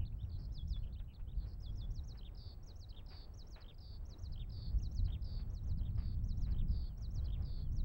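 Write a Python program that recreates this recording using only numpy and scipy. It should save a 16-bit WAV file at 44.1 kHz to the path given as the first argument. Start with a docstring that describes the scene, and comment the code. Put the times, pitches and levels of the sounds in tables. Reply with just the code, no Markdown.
"""From the start, wind rumbles on the microphone, a camera whines thinly and birds call far off.
A skylark, flying over open fields, whistles two twitters while soft rustles begin close by.
From about 2 s it repeats one phrase of swoops, chips and a buzz, which is a very fast trill.
A faint hum swells and fades midway, and the wind gusts hard near 5 s. Toward the end a distant
bird gives three arching whistles while the lark sings on."""
import sys
import numpy as np
from scipy import signal
from scipy.fft import rfft, irfft
from scipy.io import wavfile
from scipy.ndimage import uniform_filter1d

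SR = 44100
rng = np.random.default_rng(int(sys.argv[2]) if len(sys.argv) > 2 else 0)


def generate_wav(signal):
    """Clip the signal to [-1, 1] and save it as 16-bit WAV at the path in sys.argv[1]."""
    frames = np.transpose(np.atleast_2d(signal))
    scaled = np.clip(frames, -1, 1) * 32767
    pcm = np.round(scaled).astype(np.int16)
    wavfile.write(sys.argv[1], SR, pcm)


N = 345744
TIME = np.arange(N) / SR

# Levels in the tables are relative: the functions turn them up or down.
# Tones of the camera's whine and of the distant hum: pitch_hz, level_db
WHINE_TONES = [(7865, -103), (15202, -115), (15725, -88)]
HUM_TONE = [(753.7, -83)]
# Strength of the gusts on the microphone and of the breeze over the fields: time_s, level_db
GUSTS = [(0.0, -35), (0.08, -45.5), (0.81, -40), (1.18, -52), (1.22, -42), (1.29, -48.5), (1.4, -36),
         (1.46, -48), (1.81, -42.5), (1.83, -40), (2.16, -49), (3.78, -53), (4.02, -44.5), (4.17, -53),
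         (4.23, -44), (4.65, -44), (4.76, -34), (4.95, -43.5), (5.0, -31), (5.17, -45), (5.57, -40.5),
         (5.63, -47.5), (5.7, -34), (5.76, -39.5), (6.72, -35), (6.94, -46), (7.21, -39), (7.62, -41.5),
         (7.75, -34), (7.84, -37)]
BREEZE = [(0.0, -70.5), (0.87, -71), (1.07, -73), (2.05, -69), (6.94, -69.5), (7.44, -66), (7.84, -71)]
# Bass-to-treble balance of big air swirls, small swirls, breeze and rustles: frequency_hz, level_db
RUMBLE_COLOUR = [(12, -10.5), (25, 1), (40, 0), (70, -3.5), (100, -7), (140, -22), (200, -30.5),
                 (300, -41.5), (600, -85.5), (2000, -140)]
FLUTTER_COLOUR = [(40, -9), (110, 4.5), (150, 0.5), (200, -7), (260, -17), (400, -27), (2000, -100)]
BREEZE_COLOUR = [(80, -4), (180, 9), (300, 6), (450, 4), (750, -1), (1000, -5), (1500, -10.5),
                 (2200, -18.5), (4000, -25), (7000, -35), (12000, -55.5)]
RUSTLE_COLOUR = [(300, -7), (650, 7), (1000, 2.5), (1500, 2.5), (2200, -1.5), (2700, -3.5), (3500, -13),
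                 (7000, -35), (12000, -62.5)]
# Soft rustles nearby: start_s, level_db, rise_s, fade_s (time to drop by 60 dB)
RUSTLES = [(0.76, -65, .0044, 0.079), (.996, -67.5, .003, 0.12), (1.195, -68.5, .003, 0.11),
           (1.45, -71.5, .006, .17), (2.140, -67, 0.013, 0.18), (3.101, -65, 0.014, 0.47),
           (3.558, -60, 0.0068, 0.34), (5.069, -69, 0.008, 0.24), (5.380, -67, 0.023, 0.17),
           (5.973, -66.5, .006, 0.54), (6.461, -65, .009, 0.37)]

# How each kind of bird note glides: progress (0 to 1), pitch_hz, level_db
RISE_SHAPE = [(0, 5360, -7.5), (.35, 5510, -2), (0.698, 6100, -4), (1, 6850, -5.5)]
SWOOP_SHAPE = [(0, 7110, -20), (0.099, 6560, -10.5), (0.352, 5465, -3), (.55, 4700, -3.5),
               (0.749, 4200, 1.5), (.92, 3850, 0.5), (1.001, 3820, -11.5)]
PEAK_SHAPE = [(0, 4100, -14), (.2, 4800, -6), (.42, 5330, -6), (.57, 4500, -1), (.8, 4020, 1),
              (1, 3880, -3)]
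CHIP_SHAPE = [(0, 3000, -8), (.5, 3100, 1), (1, 2830, -9.5)]
CHURR_SHAPE = [(0, 3530, 1), (.3, 3520, 3), (.48, 3440, 1.5), (.53, 3210, 1.5), (.62, 3130, 1),
               (.67, 2620, -8), (.8, 2470, -8), (1, 2050, -15)]
FLICK_SHAPE = [(0, 5700, -7), (.25, 5080, 2.5), (.6, 4780, 1), (1, 3750, 5)]
BUZZ_SHAPE = [(0, 5450, -7), (.04, 4950, -1), (.11, 4700, -2), (.25, 4540, -.5), (.55, 4500, 0),
              (.85, 4380, -.5), (.94, 4400, -4), (1, 4400, -14)]
SLUR_SHAPE = [(0, 5000, -23), (.08, 5550, -15), (.15, 7200, -28), (.21, 5600, -14), (.3, 5200, -9.5),
              (.42, 4930, -10), (.51, 4400, -7), (.59, 3680, -4), (.72, 3430, -5), (.93, 3390, -7),
              (1, 3420, -20)]
TWEET_SHAPE = [(0, 3210, -4), (.25, 4320, -0.5), (.33, 4360, -13), (.42, 4540, 4), (0.701, 4000, 1),
               (1, 3420, 3.5)]
LILT_SHAPE = [(0, 2960, -14.5), (.25, 3100, -7.5), (.55, 3700, -0.5), (.67, 3140, -11), (0.751, 3190, -35),
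              (.87, 3810, 0), (1, 3720, 7)]
PURR_SHAPE = [(0, 2880, -12), (.45, 2900, -2), (1, 2670, -8)]
RATTLE_SHAPE = [(0, 4550, -3), (.15, 4210, -6), (.6, 4110, -4), (1, 3970, -9)]
JINGLE_SHAPE = [(0, 4590, -9), (.2, 4890, -1), (0.701, 4540, -1), (.85, 4670, 3.5), (1, 4495, -23)]
WHISTLE_SHAPE = [(0, 3300, -8), (.3, 4000, -3), (.55, 4290, 0), (.8, 4370, 0), (1, 4320, -3)]
FALL_SHAPE = [(0, 4600, -5), (0.249, 4880, 0.5), (.6, 4480, -1.5), (1, 3970, -5)]
BOW_SHAPE = [(0, 3100, -1), (.25, 3300, -1), (.48, 3430, 4), (.65, 3100, 4), (1, 2620, -11)]
# Figures, the quick wiggles that repeat in a trill: progress (0 to 1), pitch_offset_hz, level_db
PLAIN = [(0, 0, 1), (1, 0.0049, -4)]
ARCH = [(0, -480, -3), (.2, 0, 0), (.5, 210, 0), (.8, 0, 0), (1, -480, -3)]
ZIGZAG = [(0, -1000, -7), (.09, -650, -5), (.22, 740, -6), (.35, 50, -.5), (.64, -30, .5), (.78, 380, -2.5),
          (.92, -620, -5), (1, -1000, -7)]
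HORNS = [(0, -800, -12), (.15, 600, -3), (.3, -100, -3), (.55, -350, -2), (.7, 50, -1), (.85, 850, 0),
         (1, -800, -12)]

# Rising whistles and falling calls of distant birds: start_s, level_db, length_s, pitch_factor
FAR_WHISTLES = [(.15, -89, .13, 1.29), (.488, -84, 0.077, 0.94), (.755, -79, .08, .99),
                (1.68, -83, .04, 1.15)]
FAR_CALLS = [(1.345, -83, 0.026, 0.86), (1.722, -82, .028, 1.18), (3.742, -72, 0.011, 1.03),
             (4.718, -76, 0.018, 1.05), (4.80, -74.5, 0.014, 0.59), (4.918, -79, .014, .87),
             (4.938, -78, .016, .95), (5.425, -77.5, .014, 0.73), (5.90, -80, 0.018, 0.91)]
# The lark's notes by name: shape, figure, count (of wiggles), slowing, swing (wiggle size factor)
LARK_NOTES = { "rise": dict(shape=RISE_SHAPE), "swoop": dict(shape=SWOOP_SHAPE),
              "peak": dict(shape=PEAK_SHAPE), "flick": dict(shape=FLICK_SHAPE),
              "tweet": dict(shape=TWEET_SHAPE), "lilt": dict(shape=LILT_SHAPE),
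              "slur": dict(shape=SLUR_SHAPE), "whistle": dict(shape=WHISTLE_SHAPE),
              "chip": dict(shape=CHIP_SHAPE, figure=ARCH),
              "stutter": dict(shape=CHIP_SHAPE, figure=ARCH, count=3.3),
              "purr": dict(shape=PURR_SHAPE, figure=ARCH, count=6.7),
              "churr": dict(shape=CHURR_SHAPE, figure=ARCH, count=8),
              "rattle": dict(shape=RATTLE_SHAPE, figure=ZIGZAG, count=6.6, swing=0.88),
              "jingle": dict(shape=JINGLE_SHAPE, figure=HORNS, count=6),
              "buzz": dict(shape=BUZZ_SHAPE, figure=ZIGZAG, count=17, slowing=0.13)}
# The lark's three tunes: offset_s, note_name, level_db, length_s, pitch_factor
TWITTER = [(-.058, "purr", -69.5, 0.057, 0.98), (0, "tweet", -68, 0.034, 0.98),
           (.07, "whistle", -76, 0.014, .61), (.136, "lilt", -67, 0.053, 0.99),
           (.197, "flick", -76.5, 0.0078, 0.59), (.243, "flick", -75, .016, .91),
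           (.266, "rattle", -64.5, .06, 1), (.329, "jingle", -69.5, 0.094, 0.98),
           (.469, "slur", -55.5, 0.11, 0.98), (.623, "slur", -55, 0.11, 1)]
LINK = [(.829, "stutter", -69.5, 0.03, 0.96), (.865, "stutter", -70.5, 0.022, 1),
        (.924, "tweet", -71.5, 0.031, 1), (.957, "whistle", -70, 0.025, .71),
        (.982, "tweet", -70, .025, .87), (1.01, "flick", -79, 0.0076, .55)]
PHRASE = [(-.033, "rise", -67, .02, 1), (0, "swoop", -62, 0.063, 0.99), (.098, "rise", -67, .02, 1),
          (.1315, "swoop", -61.5, .062, 1), (.232, "peak", -60.5, .03, 1),
          (.2705, "chip", -64.5, .009, 0.98), (.29, "chip", -62.5, .009, 1), (.309, "churr", -65, .053, 1),
          (.4085, "flick", -69.5, .015, 1)]
# Each time the twitter is sung: start_s, stretch_factor (above 1 spreads the notes out)
TWITTER_REPEATS = [(.050, 1.0), (1.135, .99)]
# Each time the main phrase is sung: start_s, stretch_factor, buzz_length_s, buzz_pitch_factor
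PHRASE_REPEATS = [(1.938, 1, .18, 1), (2.66, 0.98, .18, 1), (3.3702, 1.003, .18, 1), (4.085, 1, 0.2, 0.99),
                  (4.814, 0.99, 0.19, 1), (5.531, 1.034, 0.18, 0.99), (6.271, 1.008, .193, 0.99),
                  (7.006, 1.018, 0.2, 0.97), (7.751, 1, .19, 0.96)]
# The song swells and fades as the lark turns in flight: time_s, level_db
SONG_LOUDNESS = [(0, 2), (.7, 1.5), (1.1, -0.5), (1.8, -1.5), (2.3, 0), (3.4, .5), (3.9, -2), (4.9, 2.5),
                 (5.35, 0), (5.67, -6), (6.05, -6), (6.3, -1.5), (6.55, -3), (6.95, -2), (7.2, 0),
                 (7.8, -2.5)]


def gain_of(db):
    """Turns decibels into a number to multiply a sound by."""
    return 10 ** (np.asarray(db) / 20)


def evened(x):
    """Scales a signal so that its average power is 1."""
    return x / np.sqrt(np.mean(x ** 2) + 1e-20)


def along(rows, at):
    """Looks up places in a table's first column and reads the others, blending between rows."""
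    place, *columns = np.transpose(rows)
    return [np.interp(at, np.sort(place), column) for column in columns]


def add(mix, start_s, sound):
    """Mixes a sound in at the given time, cutting off what falls outside."""
    at = round(start_s * SR)
    sound = sound[max(-at, 0):]
    part = mix[max(at, 0):][:len(sound)]
    part += sound[:len(part)]


def noise(colour):
    """Noise with the bass-to-treble balance of a colour table."""
    hz, db = np.transpose(colour)
    balance_db = np.interp(np.log(np.fft.rfftfreq(N, 1 / SR) + 1), np.log(hz + 1), db)
    return evened(irfft(rfft(rng.standard_normal(N)) * gain_of(balance_db), N))


def wander(samples, rate_hz):
    """A smooth random wobble about 1 in size; a higher rate makes it quicker."""
    padded = samples + SR // 4
    keep_slow = np.exp(-(np.fft.rfftfreq(padded, 1 / SR) / rate_hz) ** 2)
    return evened(irfft(rfft(rng.standard_normal(padded)) * keep_slow))[:samples]


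def camera_whine(boost_db=4.5, drift=.0007, growth_db_per_s=0.43):
    """The camera's electronics give off thin, unsteady tones that slowly grow louder."""
    clock = TIME + np.cumsum(drift * wander(N, 27)) / SR
    tones = sum(gain_of(db) * np.sin(2 * np.pi * hz * clock) for hz, db in WHINE_TONES)
    waver = 1 + .18 * wander(N, 25)
    return gain_of(boost_db + growth_db_per_s * TIME) * tones * waver


def far_hum(boost_db=1.5, peak_s=3.4, width_s=1.4, drift_hz=7):
    """A faint, wavering hum drifts in from far away and fades."""
    hz, db = HUM_TONE[0]
    tone = np.sin(2 * np.pi * np.cumsum(hz + drift_hz * wander(N, 15)) / SR)
    waver_db = 2.5 * wander(N, 8)
    swell = np.exp(-.5 * ((TIME - peak_s) / width_s) ** 2)
    return tone * gain_of(db + boost_db + waver_db) * swell


def wind(flutter_db=-55, flutter_growth=1.275, breeze_boost_db=1, hiss_db=-89):
    """Swirls of air beat on the microphone; the open field adds a soft rush under a thin hiss."""
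    gust_db = along(GUSTS, TIME)[0] + 1.4 * wander(N, 25)
    swirls = noise(RUMBLE_COLOUR)
    swirls /= np.sqrt(uniform_filter1d(swirls ** 2, size=5000))  # only the gusts set the slow swell
    rumble = swirls * gain_of(gust_db)
    # Strong, lasting gusts stir up small swirls, which sound brighter.
    lasting_db = uniform_filter1d(gust_db, size=SR // 4) - np.median(gust_db)
    flutter = noise(FLUTTER_COLOUR) * gain_of(flutter_db + flutter_growth * lasting_db)
    breeze_db = along(BREEZE, TIME)[0] + breeze_boost_db
    breeze = noise(BREEZE_COLOUR) * gain_of(breeze_db + 1.94 * wander(N, 13))
    return rumble + flutter + breeze + gain_of(hiss_db) * rng.standard_normal(N)


def rustles():
    """Something rustles close by: soft, grainy bursts of noise that swell and die away."""
    swell = np.zeros(N)
    t = TIME[:SR // 2]
    for start_s, db, rise_s, fade_s in RUSTLES:
        drop_db = 60 * np.maximum(t - rise_s, 0) / fade_s
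        add(swell, start_s, np.minimum(t / rise_s, 1) * gain_of(db - drop_db))
    grain = gain_of(2.2 * wander(N, 300))
    return swell * evened(noise(RUSTLE_COLOUR) * grain)


def grass_scatter(sound, fade_s=0.41, tail_db=-17, treble_db_per_octave=9):
    """Grass throws back a weak, blurred echo; its thin blades scatter high notes best."""
    t = TIME[:SR // 2]
    onset = 1 - np.exp(-t / 0.0023)
    tail = rng.standard_normal(len(t)) * gain_of(-60 * t / fade_s) * onset
    octaves = np.log2(np.clip(np.fft.rfftfreq(len(t), 1 / SR), 2000, 7000) / 4500)
    tail = irfft(rfft(evened(tail)) * gain_of(tail_db + treble_db_per_octave * octaves), len(t))
    return signal.fftconvolve(sound, tail / np.sqrt(len(t)))[:N]


def ground_bounce(sound, delay_s=0.0082, echo_db=-19):
    """The soil returns one weak echo, which makes gliding notes ripple when mixed with them."""
    return gain_of(echo_db) * np.interp(TIME - delay_s, TIME, sound, left=0)


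def bird_note(shape, db, length_s, pitch_factor=1, figure=PLAIN, count=1, slowing=0, swing=1):
    """A nearly pure tone glides along a shape; in a trill, a quick wiggle repeats on top."""
    progress = np.linspace(0, 1, max(int(length_s * SR), 64))
    samples = len(progress)
    glide_hz, glide_db = along(shape, progress)
    cycles = count * (progress + slowing * progress * (1 - progress))
    place_in_cycle = (cycles + .035 * wander(samples, 120)) % 1
    wiggle_hz, wiggle_db = uniform_filter1d(along(figure, place_in_cycle), size=20, axis=1)
    depth = np.clip(2 * cycles - .5, 0, 1) if figure is ZIGZAG else 1  # a buzz starts as a plain note
    hz = pitch_factor * glide_hz + depth * swing * wiggle_hz
    unsteady = 1 + .005 * wander(samples, 400)
    phase = 2 * np.pi * np.cumsum(hz * unsteady) / SR
    tone = np.sin(phase) + gain_of(-42) * np.sin(2 * phase)  # a faint overtone, one octave up
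    from_edge_s = np.minimum(progress, 1 - progress) * length_s
    fades = np.sin(np.pi / 2 * np.clip(from_edge_s / .0018, 0, 1)) ** 2  # soft ends do not click
    flicker_db = 1.63 * wander(samples, 160)
    return np.sqrt(2) * tone * fades * gain_of(db + glide_db + depth * wiggle_db + flicker_db)


def far_birds(chirps=70, chirp_db=-87, spread_db=3):
    """Distant birds whistle and call at set times, with faint random chirps in between."""
    out = np.zeros(N)
    bows = [(6.83 + k * .381, -83.5, .125) for k in range(3)]  # arching whistles: start_s, db, length_s
    for calls, shape in [(FAR_WHISTLES, WHISTLE_SHAPE), (FAR_CALLS, FALL_SHAPE), (bows, BOW_SHAPE)]:
        for start_s, *settings in calls:
            add(out, start_s, bird_note(shape, *settings))
    shapes = [FALL_SHAPE, PEAK_SHAPE, TWEET_SHAPE, WHISTLE_SHAPE, LILT_SHAPE]
    for k, (when, loud, long, high) in enumerate(rng.random((chirps, 4))):
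        shape = shapes[k % len(shapes)]
        db = chirp_db + spread_db * (2 * loud - 1)
        chirp = bird_note(shape, db, length_s=.011 + .025 * long, pitch_factor=.8 + .32 * high)
        add(out, when * N / SR, chirp)
    return out


def lark_tune(tune, start_s=0, stretch=1):
    """The lark sings a tune's notes in order; stretch changes their spacing, not their length."""
    out = np.zeros(N)
    for offset_s, name, db, length_s, pitch_factor in tune:
        note = bird_note(db=db, length_s=length_s, pitch_factor=pitch_factor, **LARK_NOTES[name])
        add(out, start_s + stretch * offset_s, note)
    return out


def skylark(buzz_offset_s=0.431, buzz_db=-62):
    """The lark sings two linked twitters, then its main phrase and closing buzz over and over."""
    song = lark_tune(LINK) + sum(lark_tune(TWITTER, *repeat) for repeat in TWITTER_REPEATS)
    for start_s, stretch, buzz_length_s, buzz_pitch_factor in PHRASE_REPEATS:
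        buzz = (buzz_offset_s, "buzz", buzz_db, buzz_length_s, buzz_pitch_factor)
        song += lark_tune(PHRASE + [buzz], start_s, stretch)
    return song * gain_of(along(SONG_LOUDNESS, TIME)[0])


def scene():
    """Mixes the birds, their echoes and the background into one channel."""
    birds = skylark() + far_birds()
    birds_with_echoes = birds + ground_bounce(birds) + grass_scatter(birds)
    return (birds_with_echoes + rustles() + wind() + far_hum() + camera_whine())[None]


def record(dry):
    """Cuts away the very highest treble, above 15900 Hz."""
    treble_cut = signal.firwin(1023, 15900, window=("kaiser", 9), fs=SR)
    padded = np.pad(dry[0], len(treble_cut) // 2, mode="edge")
    return signal.oaconvolve(padded, treble_cut, "valid")[None]


dry = scene()
out = record(dry)
generate_wav(out)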